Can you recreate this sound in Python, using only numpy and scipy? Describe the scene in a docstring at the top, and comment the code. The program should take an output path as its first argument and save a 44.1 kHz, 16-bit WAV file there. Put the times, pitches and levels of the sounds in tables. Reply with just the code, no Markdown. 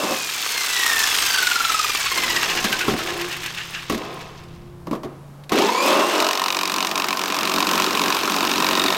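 """A sheet-metal roof outdoors, a corded jigsaw close by. Switched off, it coasts down: hissing fan, rattling
gear and whining teeth follow the crank angle; near rest the dry teeth rasp and chirp. The shoe knocks on the
roof, ringing its modes; the trigger clicks, the saw runs up chattering on the sheet, and the blade bites once
a stroke in bursts of gritty noise that drum the sheet. The roof hums low in two sines, a faint engine tone
sounds far off, and filtered noise makes the breeze on the microphone."""
import sys
import numpy as np
from scipy import signal
from scipy.fft import rfft, irfft
from scipy.io import wavfile
from scipy.ndimage import uniform_filter1d

SR = 44100
rng = np.random.default_rng(int(sys.argv[2]) if len(sys.argv) > 2 else 0)


def log_audio(samples):
    """Write samples as a 16-bit WAV file to the path given in sys.argv[1]."""
    # one column per channel
    frames = np.atleast_2d(samples).T
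    # limit to full scale, then quantise
    limited = np.clip(frames, -1, 1)
    pcm = np.round(limited * 32767).astype(np.int16)
    wavfile.write(sys.argv[1], SR, pcm)


N = 395569
T = np.arange(N) / SR
TOP_HZ = 16000

# Open air spectrum: (frequency [Hz], level [dB])
AIR_COLOUR = [(25, -32), (100, -16.5), (200, -15.5), (500, -20), (1100, -23), (2000, -34), (7000, -43),
              (12000, -44), (16000, -50)]
# Breeze rumble: (time [s], relative level [dB])
BREEZE = [(0, -66), (.45, -61), (1.2, -49.5), (1.9, -50.5), (2.8, -45), (3.2, -49), (5.45, -50.5),
          (5.7, -67), (8.97, -63)]
# Distant engine: (time [s], pitch [Hz], level [dB])
ENGINE = [(0, 121.8, -55), (1.8, 131, -80), (2.3, 130, -50.5), (4.7, 133, -46), (5.45, 144.3, -42.5),
          (5.7, 142, -72)]
# Low hum of the roof sheet, gone before the saw restarts: (frequency [Hz], level [dB])
ROOF_HUM = [(167, -43), (350, -46)]

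# Roof sheet modes: (frequency [Hz], relative level [dB], t60 at damping 1 [s])
ROOF_MODES = [(174.2, -7.5, 0.19), (210.8, -3, 0.14), (236.8, -6.5, 0.19), (260.5, -2, 0.1),
              (302.2, 2.5, 0.12), (351.3, -4, 0.25), (363.3, -2.5, 0.2), (405.2, -4, 0.16), (554, -1, 0.06),
              (643, -8.5, 0.38), (752.5, -9, 0.33), (932, 8, 0.024), (1067, 5.5, 0.068), (1188, -2.5, 0.1),
              (1263, 2.5, 0.036)]
# Shoe knocks: (time [s], thud [dB], clack [dB], contact time [s], deck boom [dB])
KNOCKS = [(0.035, -23.5, -30, 0.0007, -38), (0.11, -26, -38, 0.0013, -35),
          (2.643, -22.5, -17, 0.00052, -25), (2.696, -32, -27, 0.0006, -29),
          (2.881, -16, -23.5, 0.0004, -20), (2.91, -28, -39, 0.002, -23), (2.935, -28, -47, 0.0014, -18.5),
          (3.898, -19, -22, 0.00053, -23), (3.922, -25, -28, 0.00037, -27),
          (3.945, -25.5, -42, 0.0011, -25), (4.87, -26, -41.5, 0.0008, -50), (4.912, -22, -37, 0.0011, -27),
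          (4.93, -19.5, -39, 0.00086, -37), (4.951, -33, -42, 0.00083, -36), (5.033, -26, -39, 0.0011, -35),
          (5.046, -25, -47, 0.0017, -43), (5.519, -14, -21.5, 0.00038, -39), (5.531, -23, -30, 0.0012, -36),
          (5.556, -25, -25, 0.00091, -43), (5.586, -17.5, -20.5, 0.00048, -43),
          (5.621, -24, -30, 0.00065, -45)]
# Blade guide and trigger clicks: (time [s], level [dB])
CLICKS = [(1.72, -15.5), (2.046, -24), (2.727, -17), (2.791, -19), (3.213, -23), (3.327, -25.5),
          (3.461, -22.5), (3.946, -31.5), (3.978, -30), (4.215, -52), (4.436, -44), (5.437, -44),
          (5.494, -27)]
# Steel clack spectrum: (frequency [Hz], level [dB])
CLACK_COLOUR = [(300, -51), (1100, 1), (2000, 15), (3800, 11.5), (6000, 7), (9000, -1.5), (14000, 0.5),
                (16000, -13)]
# Roof rattle after a knock, spectrum: (frequency [Hz], level [dB])
KNOCK_COLOUR = [(80, -14), (190, -6), (350, 8), (600, -6), (800, -11), (1150, -4.5), (1450, -16),
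                (2500, -26.5), (12000, -52)]
# Boom of the deck under the sheet, spectrum: (frequency [Hz], level [dB])
BOOM_COLOUR = [(50, -6), (100, -9.5), (160, -6), (220, 5.5), (290, -1), (400, -23), (900, -25), (4000, -70)]
KNOCK_RATTLE_DB, KNOCK_TAIL_T60_S = -9, .8  # rattle relative to thud
# A dented sheet is stiffer: pitch starts sharp by this share of its final value and slides down
DENT_SHARP_SHARE, DENT_S = .16, .06

# Sheet singing under the resting shoe: (time [s], relative level [dB])
SINGING = [(2.13, -51), (2.45, -42), (2.8, -43), (3.1, -33), (3.28, -36), (3.45, -49)]
# Sheet tones kept alive by the shoe: (frequency [Hz], relative level [dB], phase wobble [rad])
SUNG = [(348, 7, 1), (1055, -7, 0.82)]
SING_FLUTTER_DB, SING_SWELL_MAX_DB = 4, 3

# Saw shaking, strongest near the armature's turn and its doubles: (multiple of stroke rate, level [dB])
SHAKE = [(4, -5), (5, -6), (7, 0), (8, -7), (9, -3), (12, -18), (13, 2), (15, 2), (16, -20), (19, -5.5),
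         (23, -8), (28, 4), (30, -3), (36, -3.5)]
# Shaken sheet, leaving the last cut and running up: (time [s], relative level [dB])
GROWL = [(0, -34.5), (0.13, -34), (0.26, -75), (5.5, -83), (5.54, -29.5), (5.63, -27.5), (5.68, -35),
         (5.78, -33.5), (5.9, -25.5), (6.0, -26), (6.08, -35), (6.22, -27.5), (6.4, -42)]
# Growl passed by the sheet: (frequency [Hz], gain [dB])
GROWL_COLOUR = [(130, -36), (205, -8.5), (340, 1), (480, 2), (620, -0.5), (730, -6.5), (950, 3.5),
                (1150, -6), (2000, -9)]
# Sheet jolts during run-up: (time [s], tone [Hz], peak level [dB])
JOLTS = [(5.66, 930, -22), (5.69, 950, -13.5), (5.73, 980, -13.5), (5.76, 1020, -15), (5.79, 1050, -14),
         (5.83, 1080, -24), (6.0, 1080, -18), (6.06, 1050, -23), (6.14, 1040, -19), (6.29, 1020, -22)]
# Shoe contact with the sheet: (start [s], length [s], relative level [dB], release [dB/s])
SCRAPES = [(0.001, 0.14, -28, 116), (2.167, 0.99, -31, 53), (4.008, 0.013, -29.5, 40),
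           (5.092, .02, -46.5, 70), (5.534, 0.11, -22.5, 39), (5.856, 0.23, -21.5, 75),
           (6.123, 0.053, -23, 132)]
# Chatter spectrum: (frequency [Hz], level [dB])
CHATTER_COLOUR = [(120, -21), (180, -19), (330, 3.5), (480, 2), (620, -0.5), (760, 4), (920, -1),
                  (1080, -3), (1350, -7.5), (1900, -9), (4000, -19), (12000, -42)]
SCRAPE_ATTACK_S = 0.043

# Coasting: dry friction [strokes/s^2] and drag bring the blade to rest at STOP_S
FRICTION, DRAG_S, STOP_S = 4.547, 4.3007, 4.8312
# The fan brakes away the top of the speed [strokes/s]; the crank begins at FIRST_TURN [strokes]
FAN_SPEED, FAN_BRAKE_S, FIRST_TURN = 2.4, .45, .795
START_S, PARKED_TURN = 5.5, .157  # motor restart; crank position there [strokes]
# Blade under power: (time [s], speed [strokes/s])
DRIVE = [(5.5, 0), (5.6, 24.01), (5.72, 34.51), (5.85, 39.71), (6.0, 43.03), (6.25, 46.5), (6.7, 46.45),
         (7.7, 46.14), (8.3, 46.06), (9.0, 46.49)]
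# Coasting saw swung towards the microphone: (time [s], gain [dB])
NEARNESS = [(0, -13.5), (.28, -11.5), (.9, -2), (1.25, 0), (1.7, -1.5), (2.4, 2.5), (3, 0.5), (4, 1.5),
            (4.6, -2)]

# Blade tick on its guide roller, spectrum: (frequency [Hz], level [dB])
TICK_COLOUR = [(3000, -22), (7500, -11), (9600, 17), (11000, -23), (13500, -14), (16000, 13)]
# Gear on the last slow lifts: (time [s], rasp [dB], chirp [dB])
RASP = [(2.05, -35, -42), (2.25, -28, -38), (2.4, -26, -36), (2.55, -22.5, -24), (2.65, -28, -25),
        (2.74, -29, -20), (2.83, -23.5, -23), (2.9, -32, -40), (3.0, -31, -30), (3.1, -31, -36),
        (3.45, -29.5, -50), (3.76, -30, -52), (3.9, -42, -60)]
# Rasp spectrum: (frequency [Hz], level [dB])
RASP_COLOUR = [(900, -24), (1400, -8), (1680, 3), (2150, -5), (2520, -1), (2850, 4), (3300, -11),
               (5500, -16), (16000, -38)]

# Motor and gearbox running up: (time [s], level [dB], relative treble above 6.5 kHz [dB])
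RUN_UP = [(5.52, -28, -18), (5.59, -23, -12), (5.68, -25.5, -8), (5.78, -29.5, -7.5), (5.88, -21, -5.5),
          (5.96, -23, -9), (6.05, -28, -6.5), (6.15, -25, -8)]
# Motor under load: (time [s], relative level [dB])
UNDER_LOAD = [(6.3, -26), (7.2, -24), (7.7, -19.5), (8.97, -18.5)]
# Gear backlash closing: (phase [strokes], width [strokes], level [dB])
BACKLASH = [(-0.068, 0.17, -6), (-0.364, 0.016, -4.5), (0.366, 0.039, -4), (-0.083, 0.014, 1.5)]
# Open gear rattle spectrum: (frequency [Hz], level [dB])
RATTLE_COLOUR = [(59, -53), (100, -19), (147, -26), (255, -10.5), (335, -11), (424, -5.5), (570, -12),
                 (736, -4.5), (1150, -0.5), (2300, 0), (3400, 0.5), (8110, -13.5), (10500, -21),
                 (13800, -18), (16000, -27.5)]
# Loaded motor spectrum: (frequency [Hz], level [dB])
LOADED_COLOUR = [(59, -69), (100, -27), (202, -4), (389, -1), (570, -5.5), (801, -3), (1060, -1),
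                 (1310, -1), (2040, -11), (2470, -5.5), (3320, -9.5), (5190, -13.5), (10700, -24.5),
                 (13200, -19), (16000, -25)]
# Gear housing modes: (frequency [Hz], relative level [dB], t60 [s])
HOUSING_MODES = [(1190, -1, 0.035), (2630, 8.5, 0.027), (5280, 14.5, 0.013), (6330, 6, 0.052),
                 (10000, 3, 0.016)]
REF_SPEED = 26  # strokes/s, where the coasting levels below hold before NEARNESS
RATTLE_DB, RATTLE_POWER, RATTLE_TREBLE_DB, TREBLE_POWER = -21, 1.133, 8, 0.51  # powers of speed

# Gearbox resonances swept by the whine partials: (frequency [Hz], gain [dB])
GEARBOX_RESONANCES = [(400, -26.5), (890, -13), (1090, -7), (1205, -7), (1340, -2), (1470, -1.5),
                      (1640, -10.5), (1850, -0.5), (2020, -3), (2290, -2), (2550, -4), (3500, -6.5),
                      (4400, -0.5), (5600, -6.5), (7300, -0.5), (8600, -6), (16000, -14)]
# Coasting whine fundamental, as the saw is swung round: (time [s], gain [dB])
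WHINE_SWELL = [(0, 3), (.25, 1), (.48, -13), (.6, 1), (.68, -8), (.78, 1.5), (1.04, 1.5), (1.12, -10),
               (1.27, -6), (1.37, 1.5), (1.65, 1), (1.8, 5.5), (1.97, -8), (2.15, -2)]
CRANK_TEETH = 63
WHINE_DB, WHINE_FULL_SPEED, WHINE_POWER = -18.5, 23, 1  # coasting; speed [strokes/s]
RUN_WHINE_DB, HUSH_S, HUSH_DB_PER_S = -22.5, 6, 20  # the load presses the teeth together from HUSH_S
WHINE_SLOPE, MESH_JITTER_RAD = 1., .12  # partials fall as 1 / number ** slope
SCRAPE_SPEED, SCRAPE_JITTER_RAD = 17, 1.8  # below this [strokes/s] teeth scrape rather than sing
OVERTONE_FLICKER_DB = 3

# Push into the cut: (time [s], relative bite level [dB])
FEED = [(6.2, -22.5), (6.32, -25), (6.65, -25.5), (7.05, -25), (7.28, -29), (7.4, -26.5), (7.56, -24),
        (7.8, -24), (7.88, -26), (8.12, -24.5), (8.22, -30), (8.28, -28), (8.52, -26.5), (8.68, -24.5),
        (8.76, -25.5), (8.86, -24), (8.97, -30.5)]
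# Sheet drumming more as the cut frees it: (time [s], relative level [dB])
FREEDOM = [(6.2, -25), (6.55, -12), (6.75, -9), (7.2, -8.5), (7.6, -3.5), (8.97, -1.5)]
# Strokes with a bite size of their own, nearly all skating: (time [s], size [dB])
SKATES = [(6.893, -11), (6.937, -27), (7.021, -4), (7.067, -30), (7.087, 1), (7.153, -19), (7.652, -12),
          (7.89, -11), (7.933, -4)]
# Bite spectrum: (frequency [Hz], level [dB])
BITE_COLOUR = [(200, -35), (700, -8), (1050, 5), (1400, -6.5), (2000, -4.5), (2550, 2), (3200, -4.5),
               (3800, -2.5), (4400, -4.5), (5100, -4), (7500, -12.5), (9000, -15), (11000, -22),
               (13200, -15), (16000, -25)]
# Low boom of the sheet beyond the shoe: (frequency [Hz], gain [dB])
DRUM_COLOUR = [(80, 5), (120, -8), (165, 1.5), (275, 1), (325, 0), (390, 1.5), (520, -15), (700, -5),
               (900, -28), (2000, -33)]
# Blade and guide roller modes: (frequency [Hz], relative level [dB], t60 [s])
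BLADE_MODES = [(1848, 7.5, 0.049), (2420, 9, 0.0058), (2660, 2, 0.012), (3725, 17.5, 0.014),
               (5560, -19, 0.014)]
# Blade ringing more freely late in the cut: (time [s], relative level [dB])
BLADE_RING = [(8.35, -13), (8.8, -2.5)]
BITE_START, BITE_RISE, BITE_DECAY = -.165, .06, .175  # strokes


def undb(db):
    """Decibels to gain."""
    return 10 ** (np.asarray(db) / 20)


def unit(x):
    """Scale to rms 1."""
    return x / np.sqrt(np.mean(x ** 2))


def curve(rows, axis=1):
    """One table column, joined by straight lines."""
    rows = np.asarray(rows)
    return np.interp(T, rows[:, 0], rows[:, axis])


def during(rows, fade_s):
    """1 over the time a table covers, fading outside it."""
    return np.clip(1 + np.minimum(T - rows[0][0], rows[-1][0] - T) / fade_s, 0, 1)


def sine(cycles, wobble_rad=0):
    """Sine of a phase in cycles, plus a wobble."""
    return np.sin(2 * np.pi * cycles + wobble_rad)


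def noise():
    """White noise."""
    return rng.standard_normal(N)


def walk(rate_hz):
    """Smooth random wander, rms 1."""
    hold = max(int(SR / rate_hz), 2)
    steps = np.repeat(rng.standard_normal(N // hold + 1), hold)
    return unit(uniform_filter1d(steps, hold)[:N])


def fade(t, t60_s):
    """Exponential decay from t = 0."""
    return (t >= 0) * undb(-60 * np.maximum(t, 0) / t60_s)


def colour(x, points, size=4096):
    """Causal minimum-phase filter with the given (frequency [Hz], gain [dB]) outline."""
    hz, db = np.transpose(points)
    f = np.maximum(np.fft.rfftfreq(size, 1 / SR), 1)
    below = np.minimum(f / hz[0], 1) ** 2
    gain = below * undb(np.interp(np.log(f), np.log(hz), db))
    cepstrum = irfft(np.log(gain))
    # fold the cepstrum to its causal half
    cepstrum[1:size // 2] *= 2
    cepstrum[size // 2 + 1:] = 0
    return signal.fftconvolve(x, irfft(np.exp(rfft(cepstrum))))[:N]


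def cut_off(x, hz, kind, order=2):
    """Low-pass, high-pass or band-pass."""
    return signal.sosfilt(signal.butter(order, hz, kind, fs=SR, output="sos"), x)


def grit(rate_hz, depth_db):
    """Noise made of grains; each band has grains of its own."""
    edges_hz = [60, 900, 2000, 4000, 8000, 17000]
    total = 0
    for pair in zip(edges_hz, edges_hz[1:]):
        total = total + cut_off(noise(), pair, "band") * undb(depth_db * walk(rate_hz))
    return total


def lobe(turn, at, width):
    """A smooth bump once a stroke; position and width in strokes."""
    return np.exp(-.5 * (((turn - at + .5) % 1 - .5) / width) ** 2)


def ring_of(force, damping=1, modes=ROOF_MODES):
    """A force rings decaying modes; damping divides their t60."""
    t = T[:SR]
    ring = 0
    for k, (hz, db, t60_s) in enumerate(modes):
        ring = ring + (-1) ** k * undb(db) * fade(t, t60_s / damping) * sine(hz * t)
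    return signal.fftconvolve(force, ring / np.std(ring[:SR // 50]))[:N]


def crank():
    """Crank angle [strokes] and speed [strokes/s]: coasting to rest, then driven again."""
    left_s = np.maximum(STOP_S - T, 0)
    coast = FRICTION * DRAG_S * np.expm1(left_s / DRAG_S)
    coast += FAN_SPEED * np.exp(-(T / FAN_BRAKE_S) ** 1.5)
    drive = curve(DRIVE)
    coast_turn = FIRST_TURN + np.cumsum(coast) / SR
    drive_turn = PARKED_TURN + np.cumsum(drive) / SR
    return np.where(T < START_S, coast_turn, drive_turn), coast + drive


def mesh(turn):
    """Tooth contact phase [rad]: the crank gear turns once a stroke."""
    return 2 * np.pi * CRANK_TEETH * turn


def outdoors(air_db=-48, waver_share=0.01, breeze_db=2, gust_db=-2.0):
    """Air noise, a wavering engine tone, two humming roof modes and low breeze noise on the microphone."""
    engine_hz, engine_db = curve(ENGINE), curve(ENGINE, axis=2)
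    air = unit(colour(noise(), AIR_COLOUR)) * undb(air_db + 0.57 * walk(7.3))
    engine = np.sqrt(2) * sine(np.cumsum(engine_hz * (1 + waver_share * walk(16))) / SR)
    engine *= undb(engine_db + 0.78 * walk(11))
    roof_hum = sum(undb(db + 2.5 * walk(5)) * sine(hz * T, .8 * walk(12)) for hz, db in ROOF_HUM)
    roof_hum *= np.clip((5.3 - T) / 0.36, 0, 1)
    presence = undb(np.minimum(engine_db + 45, 0))  # air and roof hum sink with the engine
    breeze = unit(colour(noise(), [(20, -6), (45, -16.0), (90, -11), (200, -17.0), (800, -60.5)]))
    breeze *= undb(curve(BREEZE) + breeze_db + gust_db * walk(2.94))
    return (air + roof_hum) * presence + engine + breeze


def blow(contact_s, spot_db=3, damping=1.13):
    """Sheet ring sliding down in pitch; spots favour other modes, long contact drops high ones."""
    t = T[:SR // 2]
    spots_db = spot_db * rng.standard_normal(len(ROOF_MODES))
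    slide_s = t - DENT_SHARP_SHARE * DENT_S * np.expm1(-t / DENT_S)
    slide_s /= 1 + DENT_SHARP_SHARE / 2  # centre the slide on the mode pitch
    ring = 0
    for k, (hz, db, t60_s) in enumerate(ROOF_MODES):
        ring = ring + (-1) ** k * undb(db + spots_db[k]) * fade(t, t60_s / damping) * sine(hz * slide_s)
    push = signal.windows.hann(int(contact_s * SR) + 3)
    return signal.fftconvolve(ring / np.std(ring[:SR // 50]), push / push.sum())


def knocks(clack_t60_s=0.089, click_t60_s=0.05, rattle_t60_s=0.27, tail_db=-21, ring_db=-1.5, boom_t60_s=0.15):
    """Knocks: steel clack, sheet ring, deck boom and spreading roof rattle; clicks: short steel noise."""
    body, clack, rattle_power, boom_power = np.zeros((4, N))
    t = T[:SR]
    spread = undb(KNOCK_RATTLE_DB) * fade(t, rattle_t60_s) + undb(tail_db) * fade(t, KNOCK_TAIL_T60_S)
    for s, thud_db, clack_db, contact_s, boom_db in KNOCKS:
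        at, ring = int(s * SR), blow(contact_s)
        body[at:at + len(ring)] += undb(thud_db) * ring
        boom_power[at:at + SR] += (undb(boom_db) * fade(t, boom_t60_s)) ** 2
        clack[at:at + SR] += undb(clack_db) * fade(t, clack_t60_s)
        rattle_power[at:at + SR] += (undb(thud_db) * spread) ** 2
    for s, db in CLICKS:
        at = int(s * SR)
        clack[at:at + SR] += undb(db) * fade(t, click_t60_s)
    steel = clack * unit(colour(noise(), CLACK_COLOUR))
    deck = np.sqrt(boom_power) * unit(colour(noise(), BOOM_COLOUR))
    sheet = undb(ring_db) * cut_off(body, 84, "high")
    rattle = np.sqrt(rattle_power) * unit(colour(noise(), KNOCK_COLOUR))
    return steel + deck + sheet + rattle


def singing(turn, throb=0.082):
    """Two sheet modes hum under the rocking shoe, fluttering and throbbing with the stroke."""
    tone = 0
    for hz, db, wobble_rad in SUNG:
        flutter_db = np.minimum(SING_FLUTTER_DB * walk(25.06), SING_SWELL_MAX_DB)
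        tone = tone + undb(db + flutter_db) * sine(hz * T, wobble_rad * walk(30))
    throbbing = unit(tone * (1 + throb * np.cos(2 * np.pi * turn)))
    return throbbing * undb(curve(SINGING) + 1.5) * during(SINGING, .04)


def growl(turn, top_multiple=36):
    """The racing saw shakes the sheet each stroke: harmonics of the stroke rate climb with speed."""
    multiples, db = np.transpose(SHAKE)
    on = during(GROWL, 0.048)
    live = on > 0
    tones = np.zeros(N)
    for k in range(int(round(multiples[0])), top_multiple + 1):
        wobble_rad = rng.uniform(0, 2 * np.pi) + .7 * walk(60)[live]
        tones[live] += undb(np.interp(k, multiples, db)) * sine(k * turn[live], wobble_rad)
    return colour(tones, GROWL_COLOUR) * undb(curve(GROWL)) * on


def jolts(turn, at=0.01, width=0.13, wobble_rad=0.42):
    """A plunger reversal each stroke makes the sheet sing out briefly as the saw gathers speed."""
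    tone = sine(np.cumsum(curve(JOLTS)) / SR, wobble_rad * walk(200))
    return tone * lobe(turn, at, width) * undb(curve(JOLTS, axis=2)) * during(JOLTS, .02)


def chatter(turn, grain_db=1.5, slap=0.086, ring_db=-2, level_db=-3):
    """The loosely held shoe scrapes the sheet and slaps it twice a stroke, ringing its modes."""
    force = grit(300, grain_db) * (1 + slap * lobe(2 * turn, 0, 0.29))
    sound = unit(colour(force, CHATTER_COLOUR)) + undb(ring_db) * unit(ring_of(force, damping=0.34))
    contacts = []
    for s, length_s, db, release_db_per_s in SCRAPES:
        attack = np.clip(1 + (T - s) / SCRAPE_ATTACK_S, 0, 1)
        contacts.append(attack * undb(db - release_db_per_s * np.maximum(T - s - length_s, 0)))
    return cut_off(sound, 176, "high", order=6) * np.max(contacts, axis=0) * undb(level_db)


def ticking(turn, at=-0.32, width=0.0063, scatter_db=3, level_db=-31):
    """While the saw coasts, the loose blade ticks on its roller once a stroke: short noise bursts."""
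    stroke = turn.astype(int)
    size = undb(scatter_db * rng.standard_normal(stroke.max() + 1))[stroke]
    swinging = np.clip((STOP_S - .6 - T) / .5, 0, 1)  # too slow to tick near the end
    ticks = unit(colour(noise(), TICK_COLOUR)) * lobe(turn, at, width) * size
    return ticks * swinging * undb(level_db + curve(NEARNESS))


def rasp(turn, start=-0.17, rise=0.036, hold=0.38, release=0.11, tooth_depth=0.26, wobble_rad=0.25):
    """Near rest each plunger lift loads the dry teeth: they rasp, and chirp at twice the tooth rate."""
    phase = (turn - start) % 1
    load = np.minimum(phase / rise, 1) * np.exp(-np.maximum(phase - hold, 0) / release - phase)
    toothed = grit(400, 0.95) * (1 + tooth_depth * np.cos(mesh(turn)))
    grains = unit(colour(toothed, RASP_COLOUR)) * undb(curve(RASP))
    chirp = np.sin(2 * mesh(turn) + wobble_rad * walk(250)) * undb(curve(RASP, axis=2))
    return load * during(RASP, .05) * (grains + chirp)


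def gearbox(turn, speed, steady_db=-1, grain_db=3, tooth_depth=0.2, load_db=-4.5, run_treble_db=11):
    """Brushes and fan hiss; the loose gear rattles at plunger reversals, softer and duller when slow."""
    hiss = undb(steady_db) * (1 + (speed / 40) ** 4)  # the fan takes over at speed
    clusters = hiss + sum(undb(db) * lobe(turn, at, width) for at, width, db in BACKLASH)
    teeth = 1 + tooth_depth * (np.cos(mesh(turn)) + .5 * np.cos(2 * mesh(turn)))
    envelope = clusters / (hiss + .5) * teeth
    # the gear rattles openly and also rings its housing
    gear, case = (unit(colour(grit(400, grain_db) * envelope, RATTLE_COLOUR)) for _ in range(2))
    rattle = unit(gear + undb(-10.5) * unit(ring_of(case, modes=HOUSING_MODES)))
    treble = signal.sosfiltfilt(signal.butter(2, 6500, "high", fs=SR, output="sos"), rattle)
    lower = rattle - treble

    pace = speed / REF_SPEED * (T < START_S)
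    coasting = lower + treble * undb(RATTLE_TREBLE_DB) * pace ** TREBLE_POWER
    coasting *= pace ** RATTLE_POWER * undb(RATTLE_DB + curve(NEARNESS))
    starting = lower + treble * undb(curve(RUN_UP, axis=2) + run_treble_db)
    starting *= undb(curve(RUN_UP)) * (T > RUN_UP[0][0]) * during(RUN_UP, 0.28)
    loaded = unit(colour(grit(300, 2.95), LOADED_COLOUR)) * undb(curve(UNDER_LOAD) + load_db)
    return coasting + starting + loaded * during(UNDER_LOAD, 0.4)


def whine(turn, speed, flutter_rad=0.74, smear_speed=38, racing_duller_db=4, width=0.08,
          steady=0.0068, overtone_steady=0.27, partials=8):
    """Teeth sing most on the lift, overtones all stroke; bursts merge at speed, roughen under power."""
    racing = (speed / smear_speed) ** 4
    powered = T > START_S
    hz, db = np.transpose(GEARBOX_RESONANCES)
    tooth_hz = np.maximum(CRANK_TEETH * speed, 1)
    crawling = np.maximum(1 - speed / SCRAPE_SPEED, 0)
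    jitter_rad = MESH_JITTER_RAD + SCRAPE_JITTER_RAD * crawling + flutter_rad * powered
    phase = mesh(turn) + jitter_rad * walk(300) + .5 * walk(40)
    lift = unit(lobe(turn, 0.012, width)) ** 2
    teeth = 0
    for k in range(1, partials + 1):
        partial_hz = k * tooth_hz
        even = np.clip(racing + (overtone_steady if k > 1 else steady), 0, 1)
        answer_db = np.interp(np.log(partial_hz), np.log(hz), db)
        if k > 1:
            answer_db += OVERTONE_FLICKER_DB * walk(22.15) - racing_duller_db * racing
        else:
            answer_db += ~powered * curve(WHINE_SWELL)
        tone = np.cos(k * phase + rng.uniform(0, 2 * np.pi)) * np.sqrt(even + (1 - even) * lift)
        teeth += tone * undb(answer_db) * (partial_hz < TOP_HZ) / k ** WHINE_SLOPE
    run_db = RUN_WHINE_DB - HUSH_DB_PER_S * np.maximum(T - HUSH_S, 0)
    level_db = np.where(powered, run_db, WHINE_DB + curve(NEARNESS))
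    # under power it only comes through near full speed; crawling teeth fall silent
    coasting = np.minimum(speed / WHINE_FULL_SPEED, 1) ** WHINE_POWER
    coasting *= np.minimum(speed / SCRAPE_SPEED, 1) ** 2
    return teeth * np.where(powered, np.minimum(racing, 1) ** 2, coasting) * undb(level_db)


def catches(phase, uneven=0.3, teeth_per_stroke=30):
    """Tooth after tooth catches the sheet edge: a run of sharp, unevenly timed snaps."""
    tooth = np.floor(teeth_per_stroke * phase + uneven * walk(1200))
    return unit((np.diff(tooth, prepend=0) > 0) * 1.)


def cutting(turn, scatter_db=0.4, snap_db=-4.0, crack_db=16, bite_db=2.0, drum_db=-2, ring_db=-6.5, loose=0.022):
    """On each upstroke the teeth tear the metal, ring the blade and jerk the sheet, which drums."""
    stroke, phase = np.divmod(turn - BITE_START + .008 * walk(40) + 1, 1)
    stroke = stroke.astype(int)
    size_db = scatter_db * rng.standard_normal(stroke.max() + 1)
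    for s, db in SKATES:
        size_db[stroke[int(s * SR)]] = db
    size = undb(size_db)[stroke]
    grip = np.minimum(phase / BITE_RISE, 1) ** 2 * np.exp(-np.maximum(phase - BITE_RISE, 0) / BITE_DECAY)
    inside = during(FEED, 0.033)
    active = inside > .5
    snaps = undb(snap_db) * catches(phase)
    # the first tooth cracks into the edge
    jerk = np.diff((phase > BITE_RISE) * 1., prepend=0).clip(0) * size
    crack = undb(crack_db) * jerk
    tear, flex = (colour((unit(grit(500, 2.8)) + snaps) * grip * size + crack, BITE_COLOUR)
                  for _ in range(2))
    drum = ring_of((jerk + loose * noise()) * inside, damping=2.47)
    boom = colour(drum, DRUM_COLOUR)  # further out
    sing = cut_off(drum, 750, "high", order=3)  # beside the blade
    blade = ring_of(flex, modes=BLADE_MODES)
    bite = 0
    for part, db in ((tear, -1), (sing, ring_db), (blade, curve(BLADE_RING))):
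        bite = bite + undb(db) * part / np.std(part[active])
    drumming = boom / np.std(boom[active]) * undb(curve(FREEDOM) + drum_db)
    return inside * undb(curve(FEED)) * (bite * undb(bite_db) + drumming)


def scene():
    """The crank angle drives gear, shoe and blade; surroundings and knocks are added."""
    turn, speed = crank()
    surroundings = outdoors() + knocks()
    sheet = singing(turn) + growl(turn) + jolts(turn) + chatter(turn)
    saw = ticking(turn) + rasp(turn) + gearbox(turn, speed) + whine(turn, speed) + cutting(turn)
    return (surroundings + sheet + saw)[None]


def record(dry):
    """Soft saturation rounds the loudest peaks; a steep low-pass cuts above TOP_HZ."""
    rounded = dry / (1 + (dry / .5) ** 4) ** (1 / 4)
    return signal.sosfilt(signal.ellip(10, .2, 70, TOP_HZ, fs=SR, output="sos"), rounded)


dry = scene()
out = record(dry)
log_audio(out)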